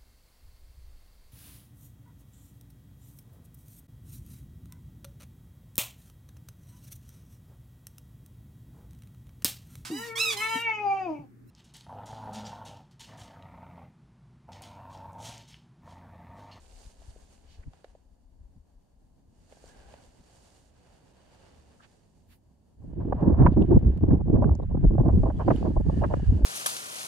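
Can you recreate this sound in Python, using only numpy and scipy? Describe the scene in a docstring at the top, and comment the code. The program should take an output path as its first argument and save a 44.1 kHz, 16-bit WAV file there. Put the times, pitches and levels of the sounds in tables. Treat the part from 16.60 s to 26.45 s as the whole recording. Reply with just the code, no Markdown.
"""A high rocky ridge in the wind, heard through the two microphone ports of a small hand-held camera.
First there is shelter: a far wash of air, soft puffs, a sleeve sliding on itself, a hand rubbing and
knocking on the casing. After six seconds the wind reaches the ports and gusts strike them: eddies make
a lumpy rumble with deep thumps and sudden gaps, and the fastest flow tears into short rasps."""
import sys
import numpy as np
from scipy import signal
from scipy.fft import rfft, irfft
from scipy.io import wavfile
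from scipy.ndimage import uniform_filter1d

SR = 44100
rng = np.random.default_rng(int(sys.argv[2]) if len(sys.argv) > 2 else 0)


def master_out(mix):
    """Clip the mix to full scale and print it as 16-bit PCM to the path in sys.argv[1]."""
    frames = np.transpose(np.atleast_2d(mix))
    ceiling = np.clip(frames, -1, 1)
    pcm = np.round(ceiling * 32767).astype(np.int16)
    wavfile.write(sys.argv[1], SR, pcm)


N = 434385
T, HZ = np.arange(N) / SR, np.fft.rfftfreq(N, 1 / SR)

# tone of the flow tearing off the casing: (frequency [Hz], level [dB])
TEAR_SPECTRUM = [(80, -24), (450, 7.5), (630, 11), (790, 4), (950, -1.5), (1100, -4), (1270, -13.5),
                 (1450, -15.5), (1720, -20.5), (2150, -30), (2650, -35.5), (3200, -55), (5000, -72),
                 (12000, -91.5)]
# light air in the shelter: (time [s], slow eddies [dB], roar beyond the rocks [dB])
LIGHT_AIR = [(0, -47.5, -70), (1.1, -53.5, -63), (1.55, -54, -71), (1.82, -47, -63.5), (2.15, -53, -70.5),
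             (2.65, -60.5, -63.5), (3.2, -52, -60), (3.7, -65, -64.5), (5, -80, -61), (6.1, -81, -63)]


def buffeting(churn_db=-4, tear_db=-19, flick_db=-17, steepness=1.29, lull_s=0.014):
    """Wind and gusts drive eddies of three sizes on the ports; the smallest grow fastest with the flow."""
    # steady push of the wind: (time [s], level [dB])
    push = [(6.15, -52), (6.25, -42.5), (6.53, -28), (6.66, -31.5), (6.85, -22), (7.36, -29), (7.85, -23),
            (7.98, -30), (8.2, -25.5), (8.4, -23), (8.68, -28), (9.62, -27), (9.85, -34.5)]
    # gusts striking the ports: (time [s], peak [dB], length [s], hollow body against rumble [dB])
    gusts = [(6.403, -31, 0.031, -1), (6.479, -36.5, 0.019, 7.5), (6.631, -32, 0.0081, 19.5),
             (6.691, -21.5, 0.037, 6), (6.819, -17, 0.039, 1), (6.868, -14.5, 0.03, -5),
             (6.979, -13.5, 0.009, 2.5), (7.015, -23, 0.037, 6.5), (7.119, -19.5, 0.03, 4),
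             (7.163, -17, 0.021, 0), (7.27, -18, 0.043, -8), (7.44, -16, 0.011, -0.5),
             (7.522, -16.5, 0.051, -2), (7.702, -25, 0.0055, 8), (7.759, -19.5, 0.045, 1.5),
             (7.847, -23.5, 0.085, -2), (8.152, -26, 0.049, -15.5), (8.248, -14, 0.0086, 1),
             (8.345, -31.5, 0.051, 3), (8.407, -19, 0.01, 0.5), (8.467, -24, 0.02, 8),
             (8.572, -18, 0.11, -8.5), (8.659, -24.5, 0.047, -2.5), (8.906, -23, 0.052, 2),
             (9.074, -31.5, 0.071, 4.5), (9.285, -17.5, 0.018, -17), (9.4, -24.5, 0.068, -6.5),
             (9.745, -20, 0.052, -9)]
    # the flow lifts off the ports and leaves a gap: (time [s])
    lulls = [6.585, 6.765, 6.935, 7.075, 7.214, 7.335, 7.394, 7.595, 7.965, 8.072, 8.216, 8.613, 8.76,
             8.834, 9.131, 9.656]
    # rumble of the large eddies: (frequency [Hz], level [dB])
    rumble_spectrum = [(12, -11), (22, -9.5), (45, 1.5), (90, 1), (130, -2.5), (190, -8.5), (400, -74),
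                       (3000, -130)]
    # hollow body of the medium eddies: (frequency [Hz], level [dB])
    body_spectrum = [(70, -22), (145, -4), (230, -1), (305, -3), (380, -8.5), (480, -16), (700, -31),
                     (4000, -120)]
    wind = amp(follow(push)[0]) * np.clip((T - push[0][0]) * 20, 0, 1)
    gust_rumble, gust_body = bursts(gusts, rise=0.89, fall=0.82)
    fits = abs(flicks())  # between gusts the churn comes in separate puffs
    churn_level = wind * (wind / wind.max()) ** 0.13 * amp(churn_db) * np.sqrt(fits)
    rumble_level, body_level = np.hypot(wind, gust_rumble), np.hypot(churn_level, gust_body)
    peak = body_level.max()
    tear_level = peak * (body_level / peak) ** steepness * amp(tear_db)
    flick_level = peak * (wind / peak) ** steepness * amp(flick_db) * fits

    flutter = wander(rate_hz=41)  # shared by all three sizes
    rumble = ports(tone(rumble_spectrum), right_db=0.5) * amp(3 * flutter)
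    body = ports(tone(body_spectrum), right_db=4.5) * amp(4.5 * flutter)
    tear = ports(tone(TEAR_SPECTRUM) * below(1800, order=4), right_db=3.5) * amp(4 * flutter)
    flick_band = below(1200, order=16) * (1 - below(110, order=4))
    flicker = ports(tone(TEAR_SPECTRUM) * flick_band, right_db=-1.1)
    churn = (steadied(body, span_s=0.056) * body_level
             + steadied(tear, span_s=0.0088) * tear_level
             + flicker * flick_level)
    gap = sum(np.exp(-((T - s) / lull_s) ** 2) for s in lulls)
    return steadied(rumble, span_s=0.03) * rumble_level * amp(-1.5 * gap) + churn * amp(-7.5 * gap)


def flicks(per_s=69, flick_s=0.0032, spread_db=5.5):
    """Envelope of small eddies passing in fits: brief flicks of uneven size at random moments."""
    chance, size = rng.random(N), np.minimum(rng.exponential(1, N), 2)
    hits = (chance < per_s / SR) * amp(spread_db * size)
    t = np.arange(2048) / SR
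    shape = t * np.exp(-(t / flick_s / 2) ** 2)
    return unit_rms(signal.oaconvolve(hits, shape)[:N])


def thumps(width_octaves=0.26):
    """A large eddy covers both ports at once and lands one deep blow."""
    # single large eddies: (time [s], peak [dB], centre [Hz], length [s])
    blows = [(6.733, -16, 68, 0.012), (6.816, -11, 103.5, 0.023), (6.971, -20, 60.7, 0.027),
             (7.121, -15.5, 312, 0.015), (7.15, -12, 82, 0.0065), (7.175, -4, 138, 0.005),
             (7.284, -19.5, 64, 0.058), (7.435, -16, 62, 0.015), (7.915, -14, 69.8, 0.016),
             (8.245, -16, 139.2, 0.013), (8.275, -11, 49.3, 0.02), (8.397, -13.5, 129, 0.0089),
             (8.482, -18.5, 80, 0.0073), (8.565, -19, 87.4, 0.03), (8.914, -33, 74, 0.023),
             (9.177, -14.5, 56, 0.0084), (9.23, -20.5, 56, 0.018), (9.694, -13, 70.7, 0.017),
             (9.857, -7, 49, 0.022)]
    flow = ports(below(700), right_db=1.5)
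    return swells(flow, [(*blow, width_octaves) for blow in blows])


def rasps(dull_db=5, bright_db=-7.5):
    """The fastest eddies tear off the casing in short bursts: a dull body and a top that rings the ports."""
    # tears in the flow: (time [s], peak [dB], length [s], treble against body [dB])
    tears = [(6.41, -47.5, 0.022, -3), (6.526, -25.5, 0.0059, -3), (6.625, -43, 0.16, -1),
             (6.745, -32, 0.0032, -8.5), (6.807, -37, 0.072, 3), (6.865, -28, 0.0082, 17.5),
             (6.971, -40.5, 0.011, -4), (7.117, -33.5, 0.023, -10.5), (7.438, -40, 0.005, -3),
             (7.51, -48.5, 0.014, 12.5), (7.611, -45, 0.0073, -3.5), (7.762, -35.5, 0.012, -10),
             (7.825, -29, 0.015, -12), (7.843, -32.5, 0.0036, 3.5), (7.894, -29.5, 0.0026, -9),
             (8, -35.5, 0.005, -32), (8.033, -46, 0.007, -19), (8.111, -46, 0.0047, -22),
             (8.171, -43, 0.0059, -8), (8.24, -48.5, 0.0029, 5), (8.383, -27.5, 0.0038, -16.5),
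             (8.401, -35, 0.013, -11), (8.488, -34, 0.018, -6), (8.636, -32.5, 0.0085, -9),
             (8.663, -34.5, 0.025, -13), (8.702, -37, 0.011, -3.5), (8.803, -37, 0.024, 5),
             (8.882, -22, 0.0072, -3), (8.907, -22.5, 0.011, 0.5), (9.029, -32.5, 0.0023, -26),
             (9.057, -36, 0.024, -7), (9.168, -29.5, 0.0094, -31), (9.298, -31, 0.0064, -25),
             (9.423, -33, 0.021, -15), (9.441, -30.5, 0.011, 9), (9.512, -37.5, 0.029, -9),
             (9.539, -21.5, 0.004, -3)]
    tearing = ports(tone(TEAR_SPECTRUM) * (1 - below(150, order=4)), right_db=2.5)
    dull = filtered(steadied(tearing, span_s=0.006), below(1100, order=16))
    top = unit_rms(filtered(tearing, 1 - below(870, order=32)))
    bright = steadied(top, span_s=0.006)
    body, treble = bursts(tears, rise=0.34, fall=0.98)
    return amp(dull_db) * body * dull + amp(bright_db) * treble * bright


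def breeze(eddies_db=-5, lumpy_db=6, puff_s=0.013):
    """Slow eddies nudge the sheltered ports, now and then with a stronger puff."""
    # tone of the slow eddies: (frequency [Hz], level [dB])
    air_spectrum = [(12, -25.5), (25, 4.5), (50, 2.5), (80, -3.5), (110, -29), (1500, -100)]
    # soft puffs: (time [s], peak [dB], upper edge [Hz])
    puffs = [(.27, -41.5, 72), (0.494, -42, 78.4), (0.992, -39.5, 62), (1.078, -35.5, 147),
             (1.809, -40.5, 52), (1.971, -48, 166), (3.6, -51.5, 262)]
    air = ports(tone(air_spectrum), right_db=-5) * amp(lumpy_db * wander(rate_hz=4.9))
    out = amp(follow(LIGHT_AIR)[0] + eddies_db) * steadied(air, span_s=0.18)
    flow = ports(below(320), right_db=-2)
    hz = np.fft.rfftfreq(4096, 1 / SR)
    for s, db, edge_hz in puffs:
        at = np.arange(4096) + int(s * SR) - len(hz)
        band = hz / (hz + 20) / (1 + (hz / edge_hz) ** 4)
        puff = unit_rms(filtered(flow[:, at], band))
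        out[:, at] += amp(db) * puff * np.exp(-((T[at] - s) / puff_s) ** 2)
    return out


def knocks(ring_db=-5, tick_db=-9, tick_s=0.004, rise_s=0.002):
    """Fingers shift on the casing: a dry tick, then a hollow clack that dies within a few cycles."""
    # finger taps: (time [s], level [dB], treble against body [dB], pitch against the modes [ratio])
    taps = [(.419, -53.5, -14, 1.16), (0.561, -48, -23, 0.87), (1.134, -55, 4, 1.43),
            (1.244, -40.5, -0.5, 1), (1.351, -46.5, -12, 1.08), (2.924, -45.5, -0.5, 1.08),
            (2.97, -53, -4, 1.35), (3.04, -44, -20, 0.97), (3.339, -44, 3, 1.15)]
    # casing modes: (frequency [Hz], level [dB], t60 [s])
    modes = [(537, 25, 0.0094), (706, -4, 0.054)]
    out, t = np.zeros((2, N)), np.arange(4096) / SR
    tick_noise = ports(below(2400, order=4), right_db=3.5)
    attack = 1 - np.exp(-(t / rise_s) ** 2)
    for s, db, treble_db, pitch in taps:
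        at = int(s * SR) + np.arange(len(t))
        ring = sum(amp(mode_db - 60 * t / t60) * np.sin(2 * np.pi * hz * pitch * t + rng.random((2, 1)))
                   for hz, mode_db, t60 in modes)
        tick = amp(treble_db + tick_db) * tick_noise[:, at] * np.exp(-t / tick_s)
        out[:, at] += amp(db) * (amp(ring_db) * ring * attack + tick)
    return out


def sleeve(rub_db=11, crinkle_db=-7):
    """Jacket fabric slides on itself: hiss from the weave, snapping creases, a dull rub where it presses."""
    # sleeve strokes: (start [s], length [s], hiss [dB], rub [dB])
    moves = [(0, 0.74, -68.5, -76.5), (0.208, 0.06, -62.5, -73.5), (0.753, 0.53, -78, -79.5),
             (2.966, 0.16, -67.5, -74.5), (3.146, 0.24, -69.5, -70.5), (3.422, 0.55, -70.5, -75.5),
             (3.748, 0.24, -68, -79), (4.186, 0.94, -76, -77), (4.613, 0.32, -74, -73),
             (5.192, 0.18, -75, -80), (5.566, 0.014, -79.5, -88), (8.546, 0.94, -74, -76.5),
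             (8.943, 0.038, -67, -62), (9.367, 0.37, -69, -67.5)]
    # hiss of the weave: (frequency [Hz], level [dB])
    weave_spectrum = [(1000, -30), (3700, -5.5), (4450, -2.5), (5300, -2), (6800, 0), (9300, 0.5),
                      (10500, -10.5), (13000, -13), (16000, -36)]
    # rub of pressed cloth: (frequency [Hz], level [dB])
    rub_spectrum = [(50, -8.5), (330, 9), (520, 14), (800, 9.5), (1200, 1), (2800, -3.5), (5500, -10.5),
                    (15000, -41.5)]
    speed = strokes([(s, length, db) for s, length, db, _ in moves])
    pressure = strokes([(s, length, db) for s, length, _, db in moves])
    hiss = speed * (ports(tone(weave_spectrum), right_db=5) + amp(crinkle_db) * crinkles())
    rub = pressure * amp(rub_db) * ports(tone(rub_spectrum), right_db=2)
    grain = amp(1.55 * wander(rate_hz=910) + 1.5 * wander(rate_hz=10))  # threads catch and slip
    return unit_rms(grain) * (hiss + rub)


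def crinkles(per_s=900, low_hz=2600, high_hz=9200, cycles=1.9, spread_db=3.5):
    """Tiny creases snap at random moments, each with its own pitch, size and side."""
    out, t = np.zeros((2, N)), np.arange(-64, 64) / SR
    for when, pitch, size, side in rng.random((int(per_s * N / SR), 4)):
        hz, at = low_hz + pitch * (high_hz - low_hz), int(when * (N - len(t)))
        snap = np.sin(2 * np.pi * hz * t) * np.exp(-(2 * hz * t / cycles) ** 2)
        level = amp(spread_db * min(-np.log(1 - size), 3.5))
        out[:, at:at + len(t)] += np.outer([side, 1], snap) * level
    return unit_rms(out)


def hand(rough_db=3, drift=0.025):
    """Skin drags unevenly over the casing with a hollow, slightly wavering ring."""
    # slides beside the ports: (start [s], length [s], level [dB], ring [Hz])
    slides = [(3.12, 0.26, -71, 1576), (3.226, 0.16, -68.5, 795), (8.807, 0.15, -71, 3100),
              (9.395, 0.26, -62.5, 1710), (9.405, 0.34, -70.5, 2890)]
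    drag = ports(1, right_db=2.5)
    shift = 1 + drift * wander(rate_hz=16)
    grip = unit_rms(amp(rough_db * wander(rate_hz=100)))
    out = np.zeros((2, N))
    for s, length, db, ring_hz in slides:
        level = strokes([(s, length, db)], fall_s=0.057)
        on = level > 0
        ring = resonate(drag[:, on], ring_hz * shift[on], width_hz=0.09 * ring_hz)
        out[:, on] += level[on] * unit_rms(ring)
    return out * grip


def scuffs():
    """Cloth and grit scrape and snap, each time in a brief swell of noise."""
    # scrapes: (time [s], peak [dB], centre [Hz], length [s], width [octaves])
    scrapes = [(0.925, -64, 3250, 0.053, 0.93), (1.036, -61.5, 1760, 0.0063, 0.36),
               (5.205, -58, 1240, 0.0093, 0.31), (5.242, -58.5, 1490, 0.02, 1),
               (5.725, -65.5, 2100, 0.029, 0.96), (5.73, -69.5, 12000, 0.041, 0.43),
               (6.931, -66.5, 3400, 0.014, 0.34), (7.023, -47.5, 2960, 0.0021, 0.24),
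               (7.023, -60, 10400, 0.0012, 0.12), (7.355, -79, 3790, 0.018, 0.2),
               (7.953, -51.5, 5860, 0.0018, 0.27), (8.032, -67, 3700, 0.003, 0.09),
               (8.962, -58, 10100, 0.0025, 0.28), (8.963, -50.5, 3020, 0.005, 0.15)]
    return swells(ports(1, right_db=3), scrapes)


def far_air(wash_db=-70, swell_db=1):
    """Wind washes over distant slopes, roars beyond the rocks and hisses on the bare crest."""
    # wash on the slopes: (frequency [Hz], level [dB])
    wash_spectrum = [(40, -9.5), (130, -20.5), (180, -6), (270, -2), (350, -16), (600, -11.5), (950, -18),
                     (1300, -29), (2500, -35), (9000, -33), (15500, -44)]
    # roar beyond the rocks: (frequency [Hz], level [dB])
    roar_spectrum = [(20, -12), (65, 2), (200, -6), (290, -15), (400, -15.5), (4000, -88)]
    # hiss on the crest: (frequency [Hz], level [dB])
    hiss_spectrum = [(300, -7), (1600, 2), (2400, -5), (3400, -10), (5000, -23.5), (16000, -60.5)]
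    # wind over the crest: (time [s], level [dB])
    crest_wind = [(6.15, -96.5), (6.4, -70), (7.15, -66), (7.6, -72.5), (9.83, -67.5)]
    wash = ports(tone(wash_spectrum), right_db=0.5) * amp(wash_db)
    roar = ports(tone(roar_spectrum), right_db=1.5) * amp(follow(LIGHT_AIR)[1])
    hiss = ports(tone(hiss_spectrum), right_db=1.5) * amp(follow(crest_wind)[0])
    return (wash + roar + hiss) * amp(swell_db * wander(rate_hz=10))


def ports(gain, right_db, crossfeed_s=48 / SR):
    """Stereo noise coloured by the port cavities: partly shared, partly separate, widened by crossfeed."""
    # sound both ports get at once: (frequency [Hz], share [ratio])
    direct = [(30, 0.87), (70, 0.9), (120, 0.2), (250, 0.63), (500, 0.16), (2000, 0.16), (12000, 0.035)]
    # right channel fed into the left about 1 ms later, widening the stereo: (frequency [Hz], share [ratio])
    crossfeed = [(30, 0.023), (550, 0.15), (950, 0.63), (1450, 0.037), (2700, 0.23), (5000, 0.25),
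                 (13000, 0.23)]
    # cavities behind the ports: (frequency [Hz], width [Hz], lift [dB])
    cavities = [(1660, 200, 4), (2950, 400, 4), (4550, 480, 5.5), (6750, 550, 4)]
    lift_db = sum(db / (1 + (2 * (HZ - hz) / width) ** 2) for hz, width, db in cavities)
    right, separate = rfft(rng.standard_normal((2, N)))
    shared = across_hz(direct) + across_hz(crossfeed) * np.exp(-2j * np.pi * HZ * crossfeed_s)
    left = shared * right + np.sqrt(np.clip(1 - abs(shared) ** 2, 0.02, 1)) * separate
    pair = irfft(np.array([left, right]) * gain * amp(lift_db), N)
    return unit_rms(pair * amp([[0], [right_db]]))


def bursts(rows, rise, fall):
    """Envelopes of blows, plain and with each row's dB offset; rise and fall are shares of the length."""
    power = np.zeros((2, N))
    for s, db, length, offset_db in rows:
        near = slice(int((s - 0.25) * SR), int((s + 0.25) * SR))
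        age = (T[near] - s) / length
        shape = np.exp(-(age / np.where(age < 0, rise, fall)) ** 2)
        power[:, near] += np.outer(amp([db, db + offset_db]), shape) ** 2
    return np.sqrt(power)


def strokes(rows, rise_s=0.35, fall_s=0.27):
    """Envelope of sliding moves: each speeds up, holds and comes to rest."""
    moves = [amp(db) * np.interp(T, [s - rise_s, s, s + length, s + length + fall_s], [0, 1, 1, 0]) ** 2
             for s, length, db in rows]
    return np.max(moves, axis=0)


def swells(noise, rows):
    """Short bell-shaped swells of noise, each in a band around its own pitch."""
    out, hz = np.zeros((2, N)), np.fft.rfftfreq(8192, 1 / SR) + 1
    for s, db, centre_hz, length, octaves in rows:
        at = np.arange(8192) + int(s * SR) - len(hz)
        shape, heard = np.exp(-((at / SR - s) / length) ** 2), at < N
        band = filtered(noise[:, at % N], np.exp(-(np.log2(hz / centre_hz) / octaves) ** 2 / 2))
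        swell = amp(db) * unit_rms(band * shape) * np.sqrt(np.mean(shape ** 2))
        out[:, at[heard]] += swell[:, heard]
    return out


def resonate(x, hz, width_hz):
    """A resonance that follows the pitch curve hz."""
    turn = np.exp(2j * np.pi * np.cumsum(hz) / SR)
    r = np.exp(-np.pi * width_hz / SR)
    return 2 * (turn * signal.lfilter([(1 - r) ** 2], [1, -2 * r, r * r], x / turn)).real


def steadied(x, span_s):
    """Levels out swells slower than span_s, so that an envelope can set the level."""
    size = int(span_s * SR)
    power = uniform_filter1d(uniform_filter1d((x ** 2).mean(0), size), size // 2)
    return x / np.sqrt(abs(power) + 0.0058)


def wander(rate_hz):
    """Smooth random drift of unit size."""
    return unit_rms(filtered(rng.standard_normal(N), below(rate_hz)))


def below(edge_hz, order=8):
    """Gain of a steep low-pass."""
    return 1 / np.sqrt(1 + (HZ / edge_hz) ** order)


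def filtered(x, gain):
    return irfft(rfft(x) * gain, x.shape[-1])


def across_hz(points):
    """Points joined on a log-frequency axis."""
    hz, value = np.transpose(points)
    return np.interp(np.log(HZ + 1), np.log(hz + 1), value)


def tone(spectrum):
    """Gain of an EQ curve given in dB."""
    return amp(across_hz(spectrum))


def follow(rows):
    """Each column of an automation curve, at every sample."""
    s, *columns = np.transpose(rows)
    return [np.interp(T, s, column) for column in columns]


def amp(db):
    return 10 ** (np.asarray(db) / 20)


def unit_rms(x):
    return x / np.sqrt(np.mean(x ** 2) + 1e-20)


def scene():
    """Wind on the ports and far away, plus the small sounds of holding the camera."""
    wind = buffeting() + thumps() + rasps() + breeze() + far_air()
    return wind + sleeve() + hand() + scuffs() + knocks()


def record(dry, ceiling=0.67, low_cut_hz=16, high_cut_hz=15700):
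    """The microphone sheds the deepest bass, rounds the largest peaks and loses the very top."""
    low_cut = signal.sosfilt(signal.butter(2, low_cut_hz, "high", fs=SR, output="sos"), dry)
    rounded = ceiling * np.tanh(low_cut / ceiling)
    band_limit = signal.firwin(511, high_cut_hz, window=("kaiser", 9), fs=SR)
    return signal.oaconvolve(rounded, band_limit[None], "same")


dry = scene()
out = record(dry)
master_out(out)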